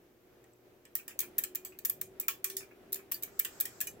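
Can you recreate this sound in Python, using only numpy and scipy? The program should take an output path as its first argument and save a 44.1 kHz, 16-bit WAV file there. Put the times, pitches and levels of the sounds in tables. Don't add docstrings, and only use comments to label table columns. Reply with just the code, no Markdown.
import sys
import numpy as np
from scipy.fft import rfft, irfft, next_fast_len
from scipy.io import wavfile
from scipy.ndimage import map_coordinates

SR = 44100
rng = np.random.default_rng(int(sys.argv[2]) if len(sys.argv) > 2 else 0)


def generate_wav(sig):
    pcm = np.round(np.clip(np.atleast_2d(sig).T, -1, 1) * 32767).astype(np.int16)
    wavfile.write(sys.argv[1], SR, pcm)


N = 4 * SR

# frequency in Hz, left-right correlation.
AIR_LIKENESS = [(30, 0.88), (120, 0.67), (200, 0.98), (330, 0.8), (700, 0.4), (2000, 0.1), (8000, 0.042)]
IMPACT_LIKENESS = [(800, 0.5), (1500, 0.24), (3000, 0.056), (7000, -0.034), (15000, 0.027)]


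def amp(db):
    return 10 ** (np.asarray(db) / 20)


def along(points, hz):
    f, v = np.transpose(points)
    return np.interp(np.log(hz + 1), np.log(f + 1), v)


def wander(position, size=1024):
    return map_coordinates(rng.standard_normal(size), [position], mode="mirror")


def noise(n, gain, likeness):
    hz = np.fft.rfftfreq(n, 1 / SR)
    angle = np.arccos(np.clip(along(likeness, hz), -1, 1)) / 2
    spectrum = rfft(rng.standard_normal((2, n))) * gain(hz)
    mid, side = irfft(spectrum * [np.cos(angle), np.sin(angle)], n)
    stereo = np.array([mid + side, mid - side])
    return stereo / np.sqrt(np.mean(stereo ** 2) + 1e-20)


def air_noise(colour):
    return noise(N, lambda hz: amp(along(colour, hz)), AIR_LIKENESS)


def strike(t, rise, t60, hold=0):
    return (1 - np.exp(-t / rise)) * np.exp(-np.log(1000) * np.maximum(t - hold, 0) / t60)


def ring(t, modes, scatter_db):
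    mic_phase = 1.25 * np.array([[-.5], [.5]])
    sound = 0
    for hz, db, t60 in modes:
        envelope = amp(db + scatter_db * rng.normal()) * strike(t, rise=0.0019, t60=t60)
        phase = 2 * np.pi * (hz * t + rng.random())
        blur = 0.41 * wander(250 * t, size=128)
        sound += envelope * np.sin(phase + blur + mic_phase)
    return sound


def spot(hz):
    return 3.5 * (wander(hz / 330) + wander(hz / 70))


def add(out, start, sound):
    part = out[:, round(start * SR):][:, :sound.shape[-1]]
    part += sound[..., :part.shape[1]]


def air(t):
    # time in seconds, relative level in dB.
    rush_levels = [(0.0, -64.5), (0.88, -62.5), (1.48, -58.5), (1.8, -60), (2.09, -60.5), (2.24, -59.5),
                   (3.34, -59), (4.0, -58)]
    # centre in seconds, width in seconds, level in dB.
    puffs = [(2.0, 0.094, -60.5), (3.67, 0.14, -72), (3.92, 0.11, -60.5)]
    # frequency in Hz, relative level in dB.
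    rush_colour = [(15, -43), (28, -13), (60, -12), (90, -10.5), (170, -11), (250, -7), (300, -5),
                   (370, -2), (450, -8.5), (700, -12), (1000, -19.5), (1400, -19.5), (2500, -23),
                   (5000, -33.5), (8000, -36.5), (10000, -36.5), (13000, -32.5), (16000, -48)]
    puff_colour = [(25, -35), (70, 5.5), (180, 8.5), (320, 3), (700, 3), (2000, -77), (8000, -70)]
    hiss_colour = [(100, -1), (2000, -12), (6000, -4.5), (10000, -13), (13000, 0), (16000, -2)]
    rush_db = np.interp(t, *np.transpose(rush_levels)) - 0.5 + 1.5 * wander(12 * t)
    rush = amp(rush_db) * air_noise(rush_colour)
    swell = sum(amp(db) * np.exp(-.5 * ((t - centre) / width) ** 2) for centre, width, db in puffs)
    return rush + swell * air_noise(puff_colour) + amp(-73) * air_noise(hiss_colour)


def rustle(t):
    # time in seconds, level in dB.
    levels = [(3.22, -90), (3.33, -65.5), (3.552, -58), (3.76, -59.5), (3.9, -66), (4, -86)]
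    # frequency in Hz, relative level in dB.
    colour = [(500, -2), (1500, 7.5), (3000, -8.5), (5000, 1), (6200, 0), (7200, 6), (8000, 6), (9000, -19),
              (11000, -7), (14000, -3), (16000, -8)]
    return amp(np.interp(t, *np.transpose(levels))) * air_noise(colour)


def motor(t):
    # time in seconds, pitch in Hz, rms level in dB.
    whine_track = [(0, 322, -88), (0.499, 341, -76), (1.102, 357, -74.5), (1.302, 362, -61.5),
                   (1.649, 371, -62), (1.95, 376.6, -65.5), (2.15, 381.3, -58), (2.35, 384, -71.5),
                   (2.551, 386.3, -53), (2.781, 391.6, -70.5), (2.982, 390.2, -57), (3.15, 395, -72.5),
                   (3.38, 395.5, -61.5), (3.549, 399, -71.5), (4, 403.4, -64)]
    # frequency in Hz, rms level in dB.
    partials = [(120, -78.5), (240, -102), (360, -72.5), (476, -78), (596, -84.5)]
    times, hz, db = np.transpose(whine_track)
    phase = 2 * np.pi * np.cumsum(np.interp(t, times, hz)) / SR
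    whine = amp(np.interp(t, times, db) + wander(14 * t)) * np.sin(phase)
    hum = sum(amp(level + 2 * wander(4 * t)) * np.sin(2 * np.pi * f * t + 0.27 * wander(5 * t))
              for f, level in partials)
    return np.sqrt(2) * (whine + hum)


def taps(t):
    # start in seconds, level in dB.
    hits = [(.989, -47.5), (1.107, -50.5), (1.229, -44.5), (1.722, -55), (2.23, -51), (2.51, -58),
            (2.605, -50.5), (2.626, -50), (2.71, -57.5), (2.991, -53.5), (3.276, -55)]
    # frequency in Hz, relative level in dB.
    colour = [(700, -20), (1300, 4), (1900, -1), (2350, 14.5), (2900, -6), (3500, -19), (7000, -9.5),
              (10000, -39), (13000, -6), (16000, -6)]
    out = np.zeros((2, N))
    for start, db in hits:
        tap = noise(t.size, lambda hz: amp(along(colour, hz) + spot(hz)), IMPACT_LIKENESS)
        add(out, start, amp(db) * strike(t, rise=0.00067, t60=0.14) * tap)
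    return out


def ringing_parts(t):
    # start in seconds, strength in dB.
    housing_hits = [(2.282, -37.5), (2.443, -50)]
    fitting_hits = [(3.870, -41)]
    # frequency in Hz, relative level in dB, t60 in seconds.
    housing_knock_modes = [(1116, -8.5, 0.26), (1150, -17, 0.043), (1274, -9, 0.09), (1343, -3, 0.088),
                           (1780, 4, 0.019), (1840, -15, 0.04), (2010, -17, 0.068), (2174, -8, 0.081),
                           (2480, 6.5, 0.078)]
    fitting_modes = [(2380, -0.5, 0.067), (2450, 1, .08), (2920, -1, 0.092), (4070, -24, 0.053),
                     (5385, -7, .1), (6310, 2, 0.12), (7280, -6, 0.16), (11900, 3, 0.11)]
    # start in seconds, frequency in Hz, level in dB, t60 in seconds.
    pings = [(.5342, 7770, -41.5, 0.0086), (1.158, 526, -43.5, 0.022), (1.436, 8050, -31, 0.059),
             (2.567, 6604, -39.5, 0.067), (3.142, 4600, -36.5, 0.08)]
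    out = np.zeros((2, N))
    for hits, modes in (housing_hits, housing_knock_modes), (fitting_hits, fitting_modes):
        for start, db in hits:
            add(out, start, amp(db) * ring(t, modes, scatter_db=2.5))
    for start, *mode in pings:
        add(out, start, ring(t, [mode], scatter_db=0))
    return out


def clicks(t):
    # start in seconds, then relative levels in dB of body, middle, treble and room tail.
    hits = [(.44, -63.5, -67, -72, -3), (.852, -54.5, -56, -58.5, -0.5), (0.9525, -48, -40, -27.5, 5.5),
            (1.079, -49.5, -46, -41, 7), (1.19, -46, -33, -26, 0.5), (1.203, -50, -36.5, -27, 2.5),
            (1.214, -44.5, -54, -37, -7), (1.3816, -47.5, -37.5, -27.5, 3), (1.386, -43, -53, -22.5, -2),
            (1.437, -43.5, -37.5, -30, 2), (1.549, -49.5, -47.5, -33.5, -1),
            (1.5548, -48.5, -39.5, -30, -1), (1.649, -55.5, -46, -37.5, 8.5),
            (1.788, -55.5, -49, -40, -1.5), (1.8494, -45, -35, -27.5, -3.5),
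            (1.8545, -50, -40.5, -23.5, 1.5), (1.8967, -48, -39, -23.5, 0.5),
            (2.0125, -47.5, -45, -31, -12), (2.014, -54, -41, -35, 3.5), (2.1985, -59, -42.5, -27, 2),
            (2.2105, -56, -44, -50, 0), (2.2818, -37, -34.5, -23, 5.5), (2.4428, -41.5, -34, -26.5, 5),
            (2.4993, -52, -43.5, -39, 6.5), (2.567, -52.5, -35.5, -32.5, 6), (2.922, -64, -49, -42, -9),
            (2.9283, -52, -39, -26.5, 0), (2.943, -59, -39.5, -34, 1), (2.957, -51.5, -51, -38.5, 4),
            (3.115, -42, -44, -36, -14), (3.1188, -49, -39, -28, 6), (3.143, -55.5, -53, -37, 6),
            (3.224, -58, -46, -40, 0), (3.233, -49, -41, -29.5, 1.5), (3.392, -47, -37, -27, 3),
            (3.3956, -38, -35, -20.5, -4.5), (3.448, -39, -38.5, -31, 4), (3.6005, -47.5, -36.5, -29.5, 3),
            (3.608, -44, -37.5, -21.5, -2.5), (3.654, -44.5, -40.5, -35, 4), (3.8042, -47, -40, -31, 2),
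            (3.8114, -41, -36, -27, 2.5), (3.87, -54.5, -42.5, -39.5, 5)]
    # low and high edge in Hz, direct t60 in seconds,
    # relative room level in dB, room t60 in seconds, trim in dB.
    bands = [(850, 3500, 0.06, -5, 0.19, -4), (3450, 10400, 0.025, -9.5, 0.18, 1),
             (10660, 16500, 0.022, -14, 0.16, 1)]
    # frequency in Hz, relative level in dB.
    average_colour = [(850, -29), (1150, -18), (1500, -22), (1800, -7.5), (2100, -18.5), (2400, -13.5),
                      (2800, -15.5), (3400, -13.5), (4200, -13.5), (5200, -14.5), (6500, -8.5),
                      (8000, -5.5), (9100, -13.5), (11000, -4.5), (11700, -4), (12500, 5), (14000, 1.5),
                      (15500, 4), (16300, -7)]
    # frequency in Hz, relative level in dB, t60 in seconds.
    housing_modes = [(1753, -8, 0.094), (1946, -7, 0.081), (2210, 4, 0.066), (2350, -3, 0.16),
                     (2440, -2, 0.27), (3090, -6, 0.24), (8130, 1, 0.11)]
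    out = np.zeros((2, N))
    hz = np.fft.rfftfreq(t.size, 1 / SR)
    for start, *levels, tail_db in hits:
        colour = amp(along(average_colour, hz) + spot(hz))
        sound = amp(levels[0] - 13.5) * ring(t, housing_modes, scatter_db=5)
        for db, (low, high, t60, room_db, room_t60, trim_db) in zip(levels, bands):
            direct = amp(3) * strike(t, rise=0.00082, t60=t60, hold=0.0016)
            room = amp(room_db + tail_db) * strike(t, rise=0.0027, t60=room_t60)
            band = noise(t.size, lambda f: colour * (f > low) * (f < high), IMPACT_LIKENESS)
            sound += amp(db + trim_db) * np.hypot(direct, room) * band
        add(out, start, sound)
    return out


def scene():
    t = np.arange(N) / SR
    hit_t = t[:12288]
    return clicks(hit_t) + taps(hit_t) + ringing_parts(hit_t) + motor(t) + air(t) + rustle(t)


def record(dry):
    limit_hz, edge_hz = 16050, 110
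    size = next_fast_len(N + SR // 2)
    gain = 1 / (1 + np.exp((np.fft.rfftfreq(size, 1 / SR) - limit_hz) / edge_hz))
    return irfft(rfft(dry, size) * gain, size)[:, :N]


dry = scene()
out = record(dry)
generate_wav(out)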